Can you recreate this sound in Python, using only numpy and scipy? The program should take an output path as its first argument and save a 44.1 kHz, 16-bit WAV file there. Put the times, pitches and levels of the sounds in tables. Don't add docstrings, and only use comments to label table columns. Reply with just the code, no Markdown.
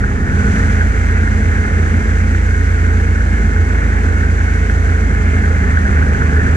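import sys
import numpy as np
from scipy import signal
from scipy.fft import rfft, irfft
from scipy.io import wavfile
from scipy.ndimage import uniform_filter1d

SR = 44100
rng = np.random.default_rng(int(sys.argv[2]) if len(sys.argv) > 2 else 0)


def put_to_file(sound):
    columns = np.atleast_2d(sound).T
    safe = np.clip(columns, -1, 1)
    whole_steps = np.round(safe * 32767)
    wavfile.write(sys.argv[1], SR, whole_steps.astype(np.int16))


def elevation(decibels):
    levels = np.asarray(decibels, float)
    return 10 ** (levels / 20)


N = 289296

# time in seconds, lugs per second in Hz.
LUG_RATE = [(0, 51.9), (.1, 50.5), (.25, 48.35), (.35, 49.47), (.55, 52.2), (.75, 53.41), (1.3, 53.73),
            (1.6, 52.79), (1.9, 54.34), (2.1, 53.8), (2.6, 54.7), (2.9, 54.32), (3.15, 54.76),
            (3.43, 53.49), (3.66, 54.7), (3.97, 53.77), (4.15, 54.82), (4.95, 54.88), (5.1, 53.8),
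            (5.4, 53.25), (5.7, 52.0), (6.0, 50.84), (6.56, 51.6)]
# time in seconds, load in dB, which each sound takes up by its own share.
LOAD = [(0, 4), (.3, 5), (.8, 0), (2, -4), (3, -1.5), (4.9, -1.5), (5.2, 3.5), (6, 1), (6.56, 9.5)]


def rms_one(x):
    return x / np.sqrt(np.mean(x ** 2) + 1e-20)


def in_time(rows):
    s, *columns = np.transpose(rows)
    return [np.interp(np.arange(N) / SR, s, c) for c in columns]


def in_pitch(rows, size):
    hz, *columns = np.transpose(rows)
    bins = np.maximum(np.arange(size // 2 + 1) * SR / size, 1)
    return [np.interp(np.log(bins), np.log(hz), c) for c in columns]


def drift(rate_hz):
    step = 20
    r = np.exp(-2 * np.pi * rate_hz * step / SR)
    noise = rng.standard_normal(N // step + 4002)
    slow = signal.lfilter([1], [1, -2 * r, r * r], noise)[4000:]
    return np.interp(np.arange(N) / step, np.arange(len(slow)), rms_one(slow))


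def turns(hz):
    return 2 * np.pi * np.cumsum(hz) / SR


def tone(angle, level_db, wobble):
    return np.sqrt(2) * elevation(level_db) * np.sin(angle + wobble + 2 * np.pi * rng.random())


def coloured(x, spectrum):
    gain_db, = in_pitch(spectrum, size=N)
    return rms_one(irfft(rfft(x) * elevation(gain_db), N))


def track_drive():
    # time in seconds, relative level in dB.
    lug_level = [(0, -19), (.35, -30.5), (.75, -16.5), (1.2, -15.5), (1.75, -21), (2.2, -16.5),
                 (2.8, -13.5), (3.3, -12), (3.9, -13.5), (4.3, -15), (4.8, -13.5), (5.3, -15.5), (5.6, -21),
                 (6.56, -22)]
    # time in seconds, relative level in dB.
    fourth_level = [(0, -25), (.25, -30.5), (.4, -21.5), (.75, -27), (1.0, -28), (1.45, -25), (1.85, -30.5),
                    (2.1, -26), (2.7, -32.5), (3.3, -27), (3.7, -32), (4.1, -26), (4.6, -41), (5.0, -28),
                    (5.5, -27), (5.8, -30), (6.1, -26.5), (6.56, -33)]
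    # multiple of the lug rate, unloaded level in dB, share of the load, wavering in dB.
    strong_orders = [(2, -30.5, .9, 1), (3, -43, 1.5, 2), (5, -35.5, 0.8, 1), (5.5, -43, -0.1, 2),
                     (6, -40.5, -0.9, 1.3), (8, -42, .4, 2.5)]
    # multiple of the lug rate, unloaded level in dB.
    weak_orders = [(.5, -40), (2.5, -38.5), (3.5, -38), (4.5, -49), (7, -51.5)]
    lug_hz, = in_time(LUG_RATE)
    load_db, = in_time(LOAD)
    lug = turns(lug_hz)

    out = tone(lug, in_time(lug_level)[0] + 1.0 * drift(4.0), 0.05 * drift(1.2))
    for order, level_db, share, waver_db in strong_orders:
        order_db = level_db + share * load_db + waver_db * drift(6.3)
        out += tone(order * lug, order_db, 0.16 * drift(1.5))
    out += tone(4 * lug, in_time(fourth_level)[0] + 0.9 * drift(5.0), 0.12 * drift(1.5))
    for order, level_db in weak_orders:
        out += tone(order * lug, level_db + load_db + 2.6 * drift(0.62), 0.39 * drift(3.1))

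    whine_db = -37.8 + 13 * np.minimum(lug_hz - 52.4, 0)
    whine_db = whine_db + 1.0 * drift(1.2) + 2.2 * drift(10.0)
    whine_per_lug = 39.6
    return out + tone(whine_per_lug * lug, whine_db, 1.2 * drift(8.0) + 0.4 * drift(25.0))


def engine():
    # time in seconds, turns per second in Hz, relative level in dB.
    speed_and_level = [(0, 78.8, -30), (.17, 77.06, -24), (.45, 82.83, -23.5), (.65, 84.33, -17.5),
                       (.9, 81.5, -7.5), (1.15, 83.6, -19), (1.6, 81.98, -15.5), (2.0, 82.89, -15.5),
                       (2.6, 83.2, -14.5), (3.1, 82.87, -12), (3.4, 81.84, -15.5), (3.9, 81.2, -18.5),
                       (4.2, 81.96, -15.5), (4.9, 82.64, -12.5), (5.15, 80.05, -18), (5.45, 80.35, -12.5),
                       (5.9, 77, -12.5), (6.25, 74.5, -14.5), (6.56, 76.8, -15)]
    # centre in seconds, level lost in dB (negative swells), Gaussian half-length in seconds.
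    falters = [(0.706, 6, 0.05), (0.927, 24, 0.056), (1.196, -5, 0.063), (1.55, 5, 0.052),
               (1.703, 9, 0.031), (2.059, 15, 0.059), (3.237, 8.5, 0.034), (3.398, 10, .04),
               (3.614, -11, .035), (3.835, 10, 0.031), (4.01, 1, 0.044), (4.58, 10.5, 0.035),
               (4.686, 11.5, 0.036), (5.17, 3, 0.037), (5.638, 11.5, 0.071), (5.903, 11, 0.072),
               (6.068, 3, 0.03), (6.183, 20, 0.037), (6.3, 5, .035)]
    turn_hz, level_db = in_time(speed_and_level)
    t = np.arange(N) / SR
    lost_db = sum(db * np.exp(-((t - s) / half) ** 2) for s, db, half in falters)
    rocking = turns(8.1 + 0.3 * drift(1.15))
    sway = (0.22 + 0.05 * drift(1.5)) * np.sin(rocking) + 0.05 * drift(6.0)
    level_db = level_db + 1.5 - lost_db + 1.7 * np.cos(rocking) + 0.6 * drift(12.0)
    return tone(turns(turn_hz), level_db, sway)


def rumble(level_db, lug):
    # frequency in Hz, relative density in dB per Hz.
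    rumble_spectrum = [(15, -21), (27, -10), (33, -9), (41, 0), (47, -10.5), (64, 8), (82, 4), (92, 6),
                       (100, 0.5), (112, -1.5), (125, -7), (150, -2), (200, -2.5), (260, -3.5), (310, -13),
                       (440, -10), (560, -17), (700, -16.5), (820, -17), (900, -19), (1100, -19.5),
                       (1500, -25.5), (2600, -48), (20000, -110)]
    throb = elevation(0.5 * np.cos(lug / 2) + 0.31 * drift(0.99))
    body = coloured(rng.standard_normal((2, N)) * throb, rumble_spectrum)
    return elevation(level_db + 2.0) * body


def clatter(level_db, gusts, lug):
    # time in seconds, level added in dB.
    mode_swell = [(0, 1), (.6, 0), (1.3, -1), (1.8, 1.5), (2.5, -3), (3.4, 2.5), (3.9, 0.5), (4.6, -1.5),
                  (5.1, 1), (5.3, 5), (5.5, 1), (5.7, 3.5), (6.0, -1.5), (6.4, 3.5), (6.56, 5.5)]
    load_db, = in_time(LOAD)
    swell_db, = in_time(mode_swell)

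    burst_db = (0.14 + 0.022 * load_db) * gusts
    lug_db = 0.18 * np.cos(lug) + (0.77 + 0.082 * load_db) * np.cos(lug / 2)
    sizes = elevation(2.58 * np.minimum(rng.exponential(1, (2, N)), 5)) * rng.choice([-1, 1], (2, N))
    ticks = sizes * (rng.random((2, N)) < 3200 / SR)
    ticks = ticks * elevation(burst_db + lug_db)

    def strike_db(hz):
        return swell_db * (1670 < hz < 1780) + 1.0 * drift(5.0)

    return elevation(level_db + 6.0) * rms_one(housing(ticks, strike_db))


def knocks():
    # time in seconds, relative strength in dB, pitch in Hz.
    blow_list = [(0.037, -13, 1440), (0.2209, -25, 1500), (0.298, -19, 1810), (0.392, -15, 1450),
                 (0.475, -24, 1540), (0.7646, -25, 1630), (0.8071, -10, 1590), (0.9153, -19, 1440),
                 (0.9433, -14, 1590), (1.274, -12.5, 1470), (1.65, -14, 1550), (1.7672, -13, 1690),
                 (2.2025, -14, 1470), (2.3467, -12, 1580), (3.037, -12, 1560), (3.156, -13, 1594),
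                 (3.2064, -15, 1530), (3.56, -17, 1520), (3.706, -14, 1480), (3.8174, -15, 1450),
                 (3.8496, -29, 1760), (3.922, -13, 1690), (4.0746, -23, 1510), (4.2044, -18, 1720),
                 (4.231, -15, 1540), (4.4047, -10, 1491), (4.479, -16, 1580), (4.5493, -18, 1460),
                 (4.695, -10, 1680), (5.1722, -25, 1640), (5.2824, -13, 1729), (5.4779, -14, 1490),
                 (5.6405, -18, 1800), (5.769, -13, 1510), (5.8105, -22, 1730), (5.85, -17, 1590),
                 (5.891, -12, 1440), (5.9683, -9, 1530), (6.0237, -11, 1480), (6.1444, -12, 1520),
                 (6.2187, -9, 1439), (6.2913, -16, 1750), (6.3896, -14, 1730), (6.463, -10.5, 1460)]
    fade_s, rattle_share, spread_hz = 0.004, 0.12, 200
    s, strength_db, pitch_hz = np.transpose(blow_list)
    at = np.round(s * SR).astype(int)
    impulses = np.zeros(N)
    impulses[at] = elevation(strength_db)
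    latest = np.searchsorted(at, np.arange(N), "right") - 1
    latest_hz = pitch_hz[np.maximum(latest, 0)]
    fading = signal.lfilter([1], [1, -np.exp(-1 / (fade_s * SR))], impulses + 1e-18)
    blows = impulses + rattle_share * fading * rng.standard_normal((2, N))

    def strike_db(hz):
        return -5 * ((hz - latest_hz) / spread_hz) ** 2

    return elevation(36.0) * housing(blows, strike_db)


def housing(ticks, strike_db):
    # frequency in Hz, bandwidth in Hz, relative level in dB.
    modes = [(1228, 140, -11.5), (1474, 75, 1), (1617, 70, 1), (1730, 57, -3), (1823, 53, -0.5),
             (1976, 660, -8.5), (2317, 200, -22.5)]
    out = 0
    for k, (hz, width_hz, mode_db) in enumerate(modes):
        r = np.exp(-np.pi * width_hz / SR)
        poles = [1, -2 * r * np.cos(2 * np.pi * hz / SR), r * r]
        ring = signal.lfilter([1, 0, -1], poles, ticks * elevation(strike_db(hz)) + 1e-18)
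        out = out + (-1) ** k * elevation(mode_db) * (1 - r * r) / 2 * ring
    steep_band = signal.butter(3, [1150, 2450], "band", fs=SR, output="sos")
    return signal.sosfilt(steep_band, out)


def snow_hiss(level_db, gusts):
    # frequency in Hz, relative density in dB per Hz.
    hiss_spectrum = [(1000, -38), (2300, 10), (3000, 5.5), (3600, 1), (4300, -0.5), (5200, -1.5),
                     (6300, 2.5), (7700, 2), (8300, -3), (9400, -6), (11500, -17.5), (12500, -24),
                     (13300, -45), (20000, -77)]
    sizes = elevation(4.5 * np.minimum(rng.exponential(1, (2, N)), 4))
    grains = sizes * (rng.random((2, N)) < 900 / SR)
    grains = grains * rng.choice([-1, 1], (2, N))
    flicker = elevation(0.11 * gusts + 0.72 * drift(45.0))
    spray = (rng.standard_normal((2, N)) + 0.45 * grains) * flicker
    return elevation(level_db + 2.5) * coloured(spray, hiss_spectrum)


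def scene():
    # time in seconds, relative levels in dB of rumble, of clatter and of snow hiss.
    noise_levels = [(0, -22, -31.5, -47), (.28, -22, -32, -46.5), (.39, -19, -28.5, -42),
                    (.48, -19.5, -29.5, -41.5), (.58, -19, -26, -40), (.72, -20.5, -29, -41.5),
                    (.95, -21.5, -29.5, -43), (1.9, -21.5, -29.5, -43.5), (2.55, -22.5, -30, -43.5),
                    (3.6, -21.5, -31, -44), (4.9, -21.5, -30, -43.5), (5.15, -20.5, -30.5, -44),
                    (5.35, -20.5, -29.5, -43.5), (5.8, -20, -29, -44), (6.56, -18.5, -29, -43.5)]
    # frequency in Hz, gain in dB, likeness from 0 to 1, lag in radians.
    port_response = [(60, 1.7, .95, -.16), (110, 2.2, .9, -.28), (200, .2, .98, 0), (330, .8, .95, 0),
                     (440, 5, .83, -.6), (570, 1.4, .05, -1), (660, 0, .45, 1.5), (750, 1.5, .74, 1.7),
                     (825, 6.5, .72, 2.2), (900, 2.5, .57, 2.9), (1000, 2.5, .58, 3.4), (1110, 5, .64, 3),
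                     (1250, 2.3, .75, 2.3), (1450, 1, .95, 2.25), (2100, .8, .94, 1.5),
                     (3000, 2.3, .56, 1.5), (3600, 3.5, .33, .4), (5000, 5, .3, -1.7), (6300, 8, .33, -2.2),
                     (7600, 5, .35, -2.8), (10000, 4, .25, -5.2), (12500, 12, .05, -6.3)]
    rumble_db, clatter_db, hiss_db = in_time(noise_levels)
    lug, gusts = turns(in_time(LUG_RATE)[0]), drift(40.0)
    tones = track_drive() + engine()
    noise = rumble(rumble_db, lug) + clatter(clatter_db, gusts, lug) + knocks() + snow_hiss(hiss_db, gusts)
    shared, own = noise

    louder_db, alike, behind = in_pitch(port_response, size=2 * N)
    alike = np.clip(alike, 0, 1)
    tones_f, shared_f, own_f = rfft([np.r_[v, v[::-1]] for v in (tones, shared, own)])
    right_f = tones_f + alike * shared_f + np.sqrt(1 - alike ** 2) * own_f
    right = irfft(right_f * elevation(louder_db) * np.exp(-1j * behind), 2 * N)[:N]
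    return np.array([tones + shared, right])


def top_cut(x):
    return signal.sosfilt(signal.butter(12, 13250, fs=SR, output="sos"), x)


def record(dry):
    low_pass = signal.butter(2, 140, fs=SR, output="sos")
    bass = signal.sosfiltfilt(low_pass, dry)
    peak_db = 20 * np.log10(np.abs(bass).max(axis=0) + 1e-9)
    over_db = np.maximum(peak_db + 9.5, 0)
    release_db = 70 * np.arange(N) / SR
    held_db = np.maximum.accumulate(over_db + release_db) - release_db
    duck_db = uniform_filter1d(held_db, size=600)
    ducked = bass * elevation(3.0 - 0.89 * duck_db) + (dry - bass) * elevation(-0.48 - 0.11 * duck_db)
    saturated = np.tanh(ducked / 1.3) * 1.3
    return top_cut(saturated)


dry = scene()
out = record(dry)
put_to_file(out)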